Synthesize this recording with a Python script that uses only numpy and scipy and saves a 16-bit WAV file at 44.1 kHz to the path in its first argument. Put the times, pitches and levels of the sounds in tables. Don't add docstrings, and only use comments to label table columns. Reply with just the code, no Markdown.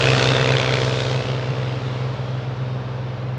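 import sys
import numpy as np
from scipy import signal
from scipy.fft import rfft, irfft, next_fast_len
from scipy.io import wavfile
from scipy.ndimage import uniform_filter1d, map_coordinates

SR = 44100
rng = np.random.default_rng(int(sys.argv[2]) if len(sys.argv) > 2 else 0)


def materialize(psi):
    bounded = np.clip(np.atleast_2d(psi).T, -1, 1)
    quanta = np.round(bounded * 32767).astype(np.int16)
    wavfile.write(sys.argv[1], SR, quanta)


N = 149058
TIME = np.arange(N) / SR

# bark in dB, bark lag in firing intervals, rasp in dB.
CYLINDERS = [(-9, -0.069, -16), (-2, -0.031, 3), (-10.5, -0.0024, -8.5), (-3.5, -0.033, 2.5),
             (-2.5, -0.01, -9), (0.5, -0.034, 3.5)]


def amp(db):
    return 10 ** (np.asarray(db) / 20)


def unit(x):
    return x / np.sqrt(np.mean(x ** 2) + 1e-20)


def curve(rows, column=1):
    rows = np.array(rows)
    return np.interp(TIME, rows[:, 0], rows[:, column])


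def wobble(rate):
    return map_coordinates(rng.standard_normal(1024), [TIME * rate + 2], mode="wrap")


def along(points, hz):
    f, db = np.transpose(points)
    return amp(np.interp(np.log(hz + 1), np.log(f + 1), db))


def filtered(x, response):
    size = 2 * next_fast_len(N // 2 + 8192)
    return irfft(rfft(x, size) * response(np.fft.rfftfreq(size, 1 / SR)), size)[:N]


def causal(gain):
    cepstrum = irfft(np.log(np.maximum(gain, 1e-6)))
    half = len(cepstrum) // 2
    cepstrum[1:half] *= 2
    cepstrum[half + 1:] = 0
    return np.exp(rfft(cepstrum))


def resonance(f, hz, width_hz):
    return 1j * f * width_hz / (hz ** 2 - f ** 2 + 1j * f * width_hz)


def gliding(x, hz, width_hz):
    turn = np.exp(2j * np.pi * np.cumsum(hz) / SR)
    pole = np.exp(-np.pi * width_hz / SR)
    return 2 * np.real(turn * signal.lfilter([1 - pole], [1, -pole], x / turn))


def noise(spectrum, gate=1):
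    return unit(filtered(gate * rng.standard_normal(N), lambda hz: along(spectrum, hz)))


def patchy(x, depth_db, window, from_hz=700):
    hz, _, spectra = signal.stft(x, SR, nperseg=window)
    field = uniform_filter1d(rng.standard_normal(spectra.shape), size=4, axis=0)
    field = unit(uniform_filter1d(field, size=8, axis=1))
    gain = amp(depth_db * field * (hz / (hz + from_hz))[:, None])
    return signal.istft(spectra * gain, SR, nperseg=window)[1][:N]


def loudness(x):
    return np.sqrt(np.abs(signal.fftconvolve(x ** 2, np.hanning(SR // 50), "same")) + 1e-12)


def firings(count):
    k = np.arange(1, int(count[-1]))
    return np.interp(k, count, TIME), np.array(CYLINDERS)[k % len(CYLINDERS)]


def boom(count, fade_s=2.0):
    # time in seconds, relative level in dB.
    levels = [(0.0, -27.5), (0.03, -22), (0.13, -16), (0.2, -25), (0.24, -21), (0.32, -17.5), (0.38, -26),
              (0.41, -17), (0.46, -23), (0.5, -19.5), (0.55, -16.5), (0.59, -25.5), (0.74, -20),
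              (0.78, -24), (0.87, -20.5), (1.04, -25), (1.18, -19.5), (1.22, -29), (1.26, -30.5),
              (1.3, -21), (1.46, -27.5), (1.51, -18), (1.54, -34.5), (1.58, -22.5), (1.78, -25.5),
              (1.82, -32), (1.84, -22.5), (1.96, -27), (2.04, -22), (2.15, -27), (2.16, -39.5),
              (2.2, -22.5), (2.27, -30), (2.31, -23.5), (2.4, -25), (2.44, -32.5), (2.48, -23),
              (2.57, -30.5), (2.62, -22), (2.67, -27), (2.77, -23.5), (2.83, -30), (2.89, -27),
              (3.13, -27.5), (3.17, -32), (3.23, -26.5), (3.33, -25), (3.38, -25.5)]
    # multiple of the six-firing cycle, level in dB close by, level in dB far off.
    orders = [(3, -38, -51.5), (5, -31, -38), (9, -44, -43.5), (10, -41.5, -50.5), (22, -32, -58.5),
              (25, -42, -57.5), (28, -39.5, -56), (31, -41, -67.5)]
    drone = unit(filtered(rng.standard_normal(N), lambda f: resonance(f, hz=149, width_hz=25) ** 2))
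    envelope = uniform_filter1d(amp(curve(levels)), size=SR // 50)
    throb = np.exp(signal.hilbert(np.log(envelope)))
    tone = np.sqrt(2) * np.real(throb * np.exp(2j * np.pi * count))
    out = amp(-0.5) * tone + amp(-21) * envelope * drone
    nearness = np.exp(-TIME / fade_s)
    for order, near_db, far_db in orders:
        level_db = far_db + (near_db - far_db) * nearness
        cycles = order * count / len(CYLINDERS) + rng.random()
        out += amp(level_db) * np.sqrt(2) * np.cos(2 * np.pi * cycles)
    return out


def bark(count, lead_s=0.00021, jitter_s=0.000035, scatter_db=0.8, honk_fade_s=0.88):
    # frequency in Hz, gain in dB.
    pipe_response = [(150, -38), (235, -24), (265, 1.5), (350, -10), (450, 10.5), (520, 1), (580, 5.5),
                     (650, -3.5), (715, -6), (770, -9.5), (830, -9.5), (900, -7.5), (960, -7.5),
                     (1150, -15), (2000, -22.5), (4500, -32.5), (12000, -91)]
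    # time in seconds, relative level in dB.
    levels = [(0, -23), (.5, -23.5), (.8, -25.5), (1.15, -28), (1.5, -31.5), (2.1, -36), (2.7, -38),
              (3.38, -40)]
    times, cylinder = firings(count)
    chance = rng.standard_normal((len(times), 2))
    onsets = times - lead_s + cylinder[:, 1] * np.gradient(times) + jitter_s * chance[:, 0]
    strength = amp(cylinder[:, 0] + scatter_db * chance[:, 1])
    samples = np.clip(np.round(onsets * SR), 0, N).astype(int)
    pulses = np.bincount(samples, strength, N + 1)[:N]
    pipe = unit(filtered(pulses, lambda hz: causal(along(pipe_response, hz))))
    honk = filtered(pipe, lambda f: resonance(f, hz=662, width_hz=26))
    honk *= amp(1.5) * np.exp(-TIME / honk_fade_s)
    return amp(curve(levels) - 0.98) * (pipe + honk)


def gas_flow(count, lag_s=0.0028, rise_s=0.0017, fall_s=0.0012, scatter_db=0.8):
    # time in seconds, extra level in dB.
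    pops = [(.072, 3), (.198, 2), (.289, 1.5), (.6, 1.5), (.74, 3.5), (.773, 2.5), (.82, 4), (1.007, 6)]
    times, cylinder = firings(count)
    peaks = times + lag_s
    strength = amp(cylinder[:, 2] + scatter_db * rng.standard_normal(len(times)))
    for when, extra_db in pops:
        strength[np.argmin(np.abs(peaks - when))] *= amp(extra_db)
    bursts = np.bincount(np.round(peaks * SR).astype(int), strength, N)[:N]
    t = np.arange(-SR // 50, SR // 50 + 1) / SR
    shape = np.exp(-np.abs(t) / np.where(t < 0, rise_s, fall_s))
    return signal.fftconvolve(bursts, shape, "same")


def metallic_rings(gas):
    # time in seconds, centre in Hz, gain in dB over the plain gas noise.
    low_ring = [(0, 2520, -1.5), (.25, 2640, 4.5), (.45, 2680, 6.5), (.62, 2290, -1.5), (.95, 2380, -6.5),
                (1.35, 2730, 7), (2.4, 2920, -6.5)]
    high_ring = [(0, 3210, 3), (.12, 3460, -7.5), (.23, 3590, 3.5), (.35, 3600, 10), (.48, 3500, -9.5),
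                 (.8, 3320, -5), (1.02, 3630, 10.5), (1.3, 4060, -6)]
    return sum(amp(curve(ring, column=2)) * gliding(gas, curve(ring), width_hz=140)
               for ring in (low_ring, high_ring))


def rasp(count, stack_fade_s=0.6):
    # frequency in Hz, relative density in dB.
    gas_spectrum = [(250, -40), (450, 5.5), (750, -15.5), (1100, -10.5), (1500, -1), (2200, -0.5),
                    (3700, -4.5), (5000, -13.5), (7000, -20.5), (8400, -35), (10000, -39.5), (12000, -54),
                    (15000, -61)]
    # time in seconds, level in dB.
    levels = [(0, -23.5), (.3, -25), (.6, -24), (.78, -29.5), (.93, -33.5), (1.15, -34), (1.7, -39.5),
              (2.2, -47.5), (3.38, -60.5)]
    flow = gas_flow(count)
    gas = noise(gas_spectrum, flow)
    stack = filtered(gas, lambda f: resonance(f, hz=1410, width_hz=330))
    stack *= amp(1) * np.exp(-TIME / stack_fade_s)
    coloured = patchy(gas + stack + metallic_rings(gas), depth_db=1.4, window=256)
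    return amp(curve(levels)) * unit(coloured * loudness(flow) / loudness(coloured))


def wash(count, chop=0.042, gust_db=0.35):
    # frequency in Hz, relative density in dB.
    air_spectrum = [(25, -28.5), (70, -5), (110, -1), (170, -3), (240, -4), (275, 3), (335, -2.5),
                    (430, -2), (800, -4), (1200, -5), (2000, -12), (3600, -11.5), (5200, -17), (7000, -27),
                    (8500, -37.5), (11500, -58.5)]
    # time in seconds, level in dB.
    levels = [(0, -24), (.6, -27), (1.15, -31), (1.8, -32.8), (2.5, -34.5), (3.38, -36.5)]
    blades = np.cos(2 * np.pi * count * 4 / len(CYLINDERS))
    return amp(curve(levels) + gust_db * wobble(7.3)) * noise(air_spectrum, 1 + chop * blades)


def through_air(x, treble_hz=5360, top_hz=11300, flutter_db=1.5):
    # time in seconds, gain in dB at treble_hz.
    treble = [(0, 3), (.28, 4), (.42, 1), (.65, 0), (.85, 4), (1.1, 3), (1.4, -3), (1.9, -4), (2.5, -8),
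              (3.38, -9.5)]
    hz, t, spectra = signal.stft(patchy(x, flutter_db, window=1024), SR, nperseg=256)
    band = 2 * hz ** 2 / (hz ** 2 + treble_hz ** 2) / (1 + (hz / top_hz) ** 12)
    gain = amp(band[:, None] * np.interp(t, *np.transpose(treble)))
    return signal.istft(spectra * gain, SR, nperseg=256)[1][:N]


def hush(level_db=-44.5):
    # frequency in Hz, relative density in dB.
    spectrum = [(20, -12), (60, -5), (300, 15.5), (3000, -6), (9000, -37.5), (15000, -35)]
    return amp(level_db) * noise(spectrum)


def scene():
    # time in seconds, firing rate in Hz as heard at the microphone.
    firing_rate = [(0, 128.9), (.4, 128.9), (1, 128.0), (1.5, 127.52), (3.38, 127.28)]
    count = np.cumsum(curve(firing_rate)) / SR
    plane = boom(count) + through_air(bark(count) + rasp(count) + wash(count))
    mono = plane + hush()
    return np.array([mono, mono])


def record(dry, top_hz=15400):
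    return np.array([filtered(side, lambda hz: hz < top_hz) for side in dry])


dry = scene()
out = record(dry)
materialize(out)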